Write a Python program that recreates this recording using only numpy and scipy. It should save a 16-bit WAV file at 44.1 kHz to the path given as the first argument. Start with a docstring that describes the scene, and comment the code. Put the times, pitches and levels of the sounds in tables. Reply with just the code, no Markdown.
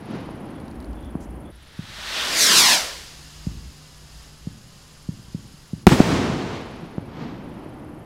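"""The echoes of an earlier burst roll away over the houses at night, and other fireworks thud far off.
Fifty metres from the microphone a fuse fizzes; a rocket lifts off with a whoosh and hisses up the sky.
Its jet also arrives off the ground, ever later as it climbs, so the hiss sweeps downward like a flanger.
The bang overloads the camera microphone and rolls round the neighbourhood. Underneath lie a breeze,
a distant engine, the camera's thin whirr, dry ticks and a faint trill."""
import sys
import numpy as np
from scipy import signal
from scipy.fft import rfft, irfft, next_fast_len
from scipy.io import wavfile
from scipy.ndimage import map_coordinates

SR = 44100
rng = np.random.default_rng(int(sys.argv[2]) if len(sys.argv) > 2 else 0)


def materialize(psi):
    """Save the field psi as 16-bit PCM at rate SR to the path in sys.argv[1].

    A 1-D psi becomes a single channel; in a 2-D psi each row is a channel.
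    """
    bounded = np.clip(np.atleast_2d(psi).T, -1, 1)
    quanta = np.round(bounded * 32767).astype(np.int16)
    wavfile.write(sys.argv[1], SR, quanta)


N = 355005
TIME = np.arange(N) / SR
DISTANCE_M, PAD_HEIGHT_M, MICROPHONE_HEIGHT_M, SOUND_M_PER_S = 50, 2.8, .98, 343

# Tone of each source at the microphone. Each row: frequency in Hz, relative level in dB.
ROLL_SPECTRUM = [(21, -44), (35, -23), (60, -3.5), (115, -1), (141, 2.5), (212, 3), (334, -0.5), (584, -10),
                 (876, -11), (1220, -15), (1880, -20.5), (5040, -31), (7010, -37), (11300, -53),
                 (15000, -66)]
RUMBLE_SPECTRUM = [(41, -31), (70, -6.5), (102, -4), (200, -0.5), (310, 0), (417, -10.5), (756, -13),
                   (2580, -32.5), (3150, -33), (3620, -43.5), (4410, -42), (8000, -49.5), (10400, -85),
                   (17600, -120)]
NIGHT_SPECTRUM = [(30, 3.5), (140, 2), (300, -8), (700, -13.5), (2000, -20), (6000, -39), (13000, -29.5),
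                  (14500, -48), (16000, -66)]
WIND_SPECTRUM = [(15, -19), (35, -19), (55, 7.5), (80, -3.5), (130, -32.5), (300, -20), (1000, -58.5)]
TICK_SPECTRUM = [(2500, -19), (4200, 3.5), (5500, -8), (9000, -12), (15000, -18)]
IGNITION_SPECTRUM = [(120, -39.5), (200, -9.5), (464, -22.5), (508, -15.5), (644, -0.5), (732, -20),
                     (774, -3.5), (1020, -2.5), (1270, 0.5), (1860, 2.5), (2190, -2), (3730, 1.5),
                     (11800, -21), (15800, -27.5)]
JET_SPECTRUM = [(71, -52), (120, -20), (226, -10.5), (333, -8.5), (578, -6.5), (627, -5.5), (835, -8),
                (1020, -3.5), (1230, -7.5), (1670, -3), (2570, -3), (4830, -1), (12100, -17.5),
                (15800, -27)]
ASCENT_SPECTRUM = [(200, -7), (500, -6.5), (1100, -0.5), (1800, -3), (2400, -5.5), (2750, 0), (3500, -1.5),
                   (4400, -0.5), (5000, 3.5), (5700, -3.5), (6900, -1), (8000, -7.5), (12000, -13.5),
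                   (15500, -24)]
# Groups of houses and trees that throw a burst back. Each row: delay to the peak in seconds,
# level in dB, boom over that level in dB, rise and fall in dB per second.
NEIGHBOURHOOD_ECHOES = [(0.057, -22, 9.5, 378, 258), (.125, -26, 3, 250, 24.5),
                        (.255, -27.5, 9.5, 202, 45.5), (.69, -37.5, -4, 27, 133), (.97, -55, 7, 200, 120),
                        (1.349, -40.5, 7, 104, 52), (1.7, -51.5, -2, 55, 21)]
# Gusts on the microphone. Each row: peak time in seconds, level in dB, hold in seconds.
WIND_GUSTS = [(.72, -39, .38), (1.27, -37, .13), (1.787, -50, 1.65), (3.5, -37.5, 0.14), (4.096, -49, 0.47),
              (5.089, -50, 0.072)]
# Spells of camera whirr. Each row: first pulse and end in seconds, relative level in dB.
WHIRR_SPELLS = [(.009, 1.6, -62), (1.63, 5.86, -63), (6.512, 7.1, -67), (7.446, 8.05, -67)]
# Fireworks far away. 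Each row: start in seconds, peak in dB, pulse length in seconds, air cut-off in Hz.
FAR_THUDS = [(.29, -23.5, 0.00043, 895), (1.153, -21.5, 0.00039, 900), (1.153, -14, 0.00048, 264),
             (1.7906, -19.5, 0.002, 187), (3.4684, -15, 0.0012, 167), (4.4706, -18.5, 0.0011, 176.6),
             (5.0885, -16, 0.0012, 173.9), (5.3463, -17.5, 0.0011, 182), (5.7325, -16.5, 0.0011, 180),
             (6.831, -26.5, 0.00083, 180), (6.9808, -14.5, .004, 399), (6.9816, -28, 0.00017, 1120),
             (7.661, -26.5, 0.00031, 380)]
# Their echoes, the first off the ground, the rest off walls. Each row: delay in seconds, gain in dB.
THUD_ECHOES = [(.0053, -23), (0.045, -17), (.105, -16.5), (.192, -21.5)]
# A faint high trill. Each row: start and end in seconds, level in dB.
TRILL_SPELLS = [(.49, .63, -64), (.94, 1.15, -62), (1.41, 1.53, -63)]
# Dry ticks close by. Each row: start in seconds, level in dB, seconds to fall 60 dB.
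DRY_TICKS = [(0.601, -50, 0.012), (0.681, -48, 0.018), (0.7128, -49.5, 0.017), (0.7562, -54.5, 0.025),
             (0.8027, -45.5, 0.016), (0.826, -49, 0.018), (0.845, -46.5, 0.014), (0.9318, -50, 0.016),
             (1.0264, -54.5, 0.025), (1.047, -50, 0.016)]
# The motor burns unevenly, and its surges lift the hiss.
# Each row: centre in seconds, lift in dB, half-width in seconds.
MOTOR_SURGES = [(2.416, 9, 0.052), (2.591, 4.5, 0.029), (2.735, -0.5, .03), (3.38, 2, .18),
                (4.2, 2.5, 0.11), (4.85, 1.5, 0.13), (5.6, 2.5, 0.59)]
# The grass throws back more roar than treble. Each row: frequency in Hz, relative gain in dB.
GRASS_REFLECTION = [(300, -.5), (2500, -2), (6000, -6), (12000, -10)]
# The burst, a low thump as the bang overloads the microphone, the ground bounce and echoes off walls.
# Each row: start in seconds, peak before overload in dB, pulse length in seconds, treble cut-off in Hz.
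BURST_SHOCKS = [(5.8682, 26, 0.0046, 1490), (5.869, -9, 0.025, 40.5), (5.8734, 10, 0.0016, 1090),
                (5.8783, -3, .003, 360), (5.8928, -7.5, 0.00015, 3500), (5.919, -7, 0.00045, 1100),
                (6.002, 6.5, .0028, 335)]


def amp(db):
    """Decibels to gain."""
    return 10 ** (np.asarray(db) / 20)


def unit(x):
    """x at rms 1."""
    return x / np.sqrt(np.mean(x ** 2) + 1e-20)


def colour(points, hz):
    """Gain at hz, read between (Hz, dB) points on a log axis."""
    f, db = np.transpose(points)
    return amp(np.interp(np.log(hz + 1), np.log(f + 1), db))


def gate(start, end, fade):
    """1 between two times, with straight fades."""
    return np.clip((TIME - start) / fade, 0, 1) * np.clip((end - TIME) / fade, 0, 1)


def swell(peak_s, rise_db_per_s, hold_s, fall_db_per_s):
    """A gain that rises to 1, holds and dies away."""
    before, after = np.maximum(peak_s - TIME, 0), np.maximum(TIME - peak_s - hold_s, 0)
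    return amp(-rise_db_per_s * before - fall_db_per_s * after)


def wobble(rate):
    """A smooth random curve, rate knots a second."""
    return map_coordinates(rng.standard_normal(int(N * rate / SR) + 4), [TIME * rate / SR])


def filtered(x, response):
    """x through a filter, given as a function of frequency."""
    size = next_fast_len(N + SR // 2)
    return irfft(rfft(x, size) * response(np.fft.rfftfreq(size, 1 / SR)), size)[:N]


def noise(points):
    """Coloured noise of rms 1."""
    return unit(filtered(rng.standard_normal(N), lambda hz: colour(points, hz)))


def in_bands(source, points, gains, edges_hz):
    """A coloured source split into bands, each brought to rms 1 and given its own gain."""
    below = [lambda hz, edge=edge: 1 / (1 + (hz / edge) ** 6) for edge in edges_hz]
    bands = [unit(filtered(source, lambda hz: colour(points, hz) * (top(hz) - bottom(hz))))
             for bottom, top in zip([np.zeros_like] + below, below + [np.ones_like])]
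    return sum(gain * band for gain, band in zip(gains, bands))


def rolling_echoes(start, rumble_db):
    """Countless small echoes from roofs and trees: a swell from each group, then a long far rumble."""
    def lumpy_noise():
        return rng.standard_normal(N) * amp(2.8 * wobble(600) + 1.4 * wobble(40))
    swells = [(amp(db) * swell(start + delay, rise, 0, fall), amp(boom_db))
              for delay, db, boom_db, rise, fall in NEIGHBOURHOOD_ECHOES]
    body = np.sqrt(sum(gain ** 2 for gain, _ in swells))
    boom = np.sqrt(sum((gain * bass) ** 2 for gain, bass in swells))
    # The air takes the treble out of an echo as it travels, the sizzle at the very top fastest.
    age = np.maximum(TIME - start, 0)
    treble = body * amp(-6 - 1.5 * age)
    sizzle = body * amp(-13.5 - 12.5 * age)
    near = in_bands(lumpy_noise(), ROLL_SPECTRUM, [boom, body, treble, sizzle], [427, 1960, 6000])
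    rumble = unit(filtered(lumpy_noise(), lambda hz: colour(RUMBLE_SPECTRUM, hz)))
    rumble_gain = amp(rumble_db) * swell(start + 1.56, rise_db_per_s=13, hold_s=.1, fall_db_per_s=3.5)
    return near + rumble_gain * rumble


def earlier_burst(burst_s=-1.21, gain_db=.5):
    """The last of the previous rocket's roll comes back from the houses and stops short."""
    return amp(gain_db) * gate(-1, 1.52, .018) * rolling_echoes(burst_s, rumble_db=-36.5)


def night(air_db=-51, breeze_db=-56, engine_db=-50, engine_hz=151):
    """Still night air all round, a breeze on the microphone and an engine droning in the distance."""
    gust_power = sum((amp(db) * swell(s, rise_db_per_s=86, hold_s=hold, fall_db_per_s=85)) ** 2
                     for s, db, hold in WIND_GUSTS)
    breeze = np.sqrt(amp(breeze_db) ** 2 + gust_power) * amp(.86 * wobble(8)) * noise(WIND_SPECTRUM)
    passing = swell(3.2, rise_db_per_s=46.5, hold_s=.32, fall_db_per_s=4.5)
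    engine_gain = amp(engine_db + .5 * wobble(6)) * passing
    drone = unit(np.sin(2 * np.pi * engine_hz * TIME + .6 * wobble(7)))
    return amp(air_db) * noise(NIGHT_SPECTRUM) + breeze + engine_gain * drone


def camera_whirr(pulse_hz=20, sharpness=2.8, floor=.21, gain_db=2):
    """Right at the microphone, the camera's own thin whirr pulses on and off."""
    level = np.zeros(N)
    for start, end, db in WHIRR_SPELLS:
        pulses = np.exp(sharpness * (np.cos(2 * np.pi * pulse_hz * (TIME - start)) - 1))
        level += amp(db + gain_db) * gate(start - .02, end, .01) * (floor + pulses)
    whirr = noise([(7000, -50.5), (8700, -9), (10000, 3), (11000, -6.5), (12200, -14.5), (15000, -26.5)])
    return level * whirr


def shock_waves(rows, bass_cut_hz):
    """Each a pressure jump and its suction, rounded by the air and swung by the microphone's bass cut."""
    pressure, t = np.zeros(N + SR), np.arange(SR // 10) / SR
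    bass_cut = signal.butter(3, bass_cut_hz, "high", fs=SR, output="sos")
    for start, db, length, air_hz in rows:
        air = signal.butter(3, air_hz, fs=SR, output="sos")
        pulse = (1 - t / length) * np.exp(-t / length)
        wave = signal.sosfilt(np.vstack([air, bass_cut]), pulse)
        pressure[round(start * SR):][:len(t)] += amp(db) * wave / np.abs(wave).max()
    return pressure[:N]


def far_fireworks(tail_db=-10, tail_t60_s=.72):
    """Bursts dulled to thuds by distance, with a few wall echoes and a thin diffuse tail."""
    def walls(hz):
        return sum(amp(db) * np.exp(-2j * np.pi * hz * delay) for delay, db in THUD_ECHOES)
    direct = shock_waves(FAR_THUDS, bass_cut_hz=123)
    t = np.arange(SR // 2) / SR
    decay = rng.standard_normal(len(t)) * amp(-60 * t / tail_t60_s)
    tail = signal.fftconvolve(direct, decay / np.linalg.norm(decay))[:N]
    return direct + filtered(direct, walls) + amp(tail_db) * tail


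def trill(flutter_hz=57):
    """A faint, high rasp: a narrow band of noise that flutters."""
    rasp = noise([(2800, -50), (3200, -10), (3400, 0), (3620, -10), (4100, -50)])
    flutter = 1 + .5 * np.sin(2 * np.pi * flutter_hz * TIME)
    return rasp * flutter * sum(amp(db) * gate(start, end, .043) for start, end, db in TRILL_SPELLS)


def ticks():
    """Faint dry ticks near the microphone, each a bright snap of noise that dies at once."""
    strikes = sum(amp(db - 60 * np.abs(TIME - s) / t60) * (TIME >= s) for s, db, t60 in DRY_TICKS)
    return strikes * noise(TICK_SPECTRUM)


def fizz(level_db=-57):
    """One brief puff of high hiss."""
    hiss = noise([(3500, -8), (5500, -2), (7500, -2.5), (10000, -7.5), (15000, -16)])
    return amp(level_db) * gate(1.2, 1.258, .0092) * hiss


def ignition(fuse_db=-56, flare_db=-27, spurt_db=-29):
    """Over at the pad the fuse fizzes, then the motor catches, flares in its tube and spurts."""
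    fuse = amp(fuse_db) * swell(1.62, rise_db_per_s=43, hold_s=.4, fall_db_per_s=100)
    flare = amp(flare_db) * swell(2.173, rise_db_per_s=55.5, hold_s=.21, fall_db_per_s=43.5)
    spurt = amp(spurt_db) * swell(2.2, rise_db_per_s=170, hold_s=.02, fall_db_per_s=199.5)
    burning = np.hypot(fuse, flare) * amp(.4 * wobble(30)) * noise(IGNITION_SPECTRUM)
    spurting = spurt * noise([(1500, -27), (2700, -2.5), (3600, 4), (4400, -6), (7000, -30)])
    return gate(1.5, 3.0, .02) * (burning + spurting)


def flight(liftoff_s=2.2, speedup_s=.65, top_m_per_s=34):
    """Range in metres and ground-bounce lag in seconds as the rocket speeds up, then climbs steadily."""
    speed = top_m_per_s * np.clip((TIME - liftoff_s) / speedup_s, 0, 1)
    height = PAD_HEIGHT_M + np.cumsum(speed) / SR
    range_m = np.hypot(height, DISTANCE_M)
    return range_m, 2 * MICROPHONE_HEIGHT_M / SOUND_M_PER_S * height / range_m


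def ground_comb(direct, lag_s, share):
    """A late copy off the grass meets the direct sound, cutting notches that fall as the lag grows."""
    def bounce(hz):
        return share * colour(GRASS_REFLECTION, hz)
    reflected = filtered(map_coordinates(direct, [(TIME - lag_s) * SR]), bounce)
    return filtered(direct + reflected, lambda hz: 1 / np.hypot(1, bounce(hz)))  # keeps the mean power


def rocket(roar_db=-25, rush_db=-19.5, hiss_db=-17.5, scatter_db=-31, climb_db=-46):
    """The turbulent jet whooshes off the pad, then hisses from ever farther above the microphone."""
    range_m, lag_s = flight()
    surge = amp(sum(db * np.exp(-((TIME - s) / width) ** 2) for s, db, width in MOTOR_SURGES))
    thrust = swell(2.519, rise_db_per_s=71, hold_s=.21, fall_db_per_s=155)
    turbulence = rng.standard_normal(N) * amp(2 * wobble(45) + 2 * wobble(1500))  # flutter and sputter
    gains = [amp(roar_db) * thrust ** .7, amp(rush_db) * thrust, amp(hiss_db) * thrust * surge]
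    whoosh = in_bands(turbulence, JET_SPECTRUM, gains, edges_hz=[1400, 4230])
    # The dying whoosh is mostly scatter from all around, which fills the notches.
    scatter_gain = amp(scatter_db) * swell(2.825, rise_db_per_s=129.5, hold_s=0, fall_db_per_s=51.5)
    scatter = scatter_gain * noise(JET_SPECTRUM)
    climbing = gate(2.7, 9, .2) * gate(0, 5.875, .056)
    climb_gain = amp(climb_db + .94 * wobble(18)) * DISTANCE_M / range_m * surge * climbing
    climb_hiss = climb_gain * noise(ASCENT_SPECTRUM)
    lag_s = lag_s + 1.6e-5 * wobble(45)  # the rocket wags on its stick
    return ground_comb(whoosh, lag_s, share=.74) + scatter + ground_comb(climb_hiss, lag_s, share=.44)


def burst(scatter_db=-27, scatter_t60_s=1.0):
    """The shock from high up, a bright scatter off things near the microphone, then the long roll."""
    start = BURST_SHOCKS[0][0]
    age = np.maximum(TIME - start, 0)
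    bright = noise([(100, -10), (500, 3.5), (3000, 1.0), (7000, -3.5), (15000, -15.5)])
    scatter = bright * amp(scatter_db - 60 * age / scatter_t60_s)
    roll = rolling_echoes(start, rumble_db=-37.5)
    return shock_waves(BURST_SHOCKS, bass_cut_hz=202.7) + gate(5.872, 9, .003) * (scatter + roll)


def scene():
    """One microphone, about a metre above the grass, feeds both channels."""
    fireworks = earlier_burst() + ignition() + rocket() + burst() + far_fireworks()
    sound = fireworks + fizz() + trill() + ticks() + camera_whirr() + night()
    return np.array([sound, sound])


def record(dry):
    """The bang overloads the microphone and flattens at full scale; nothing above 15.8 kHz is kept."""
    return np.array([filtered(side, lambda hz: hz < 15800) for side in np.clip(dry, -1, 1)])


dry = scene()
out = record(dry)
materialize(out)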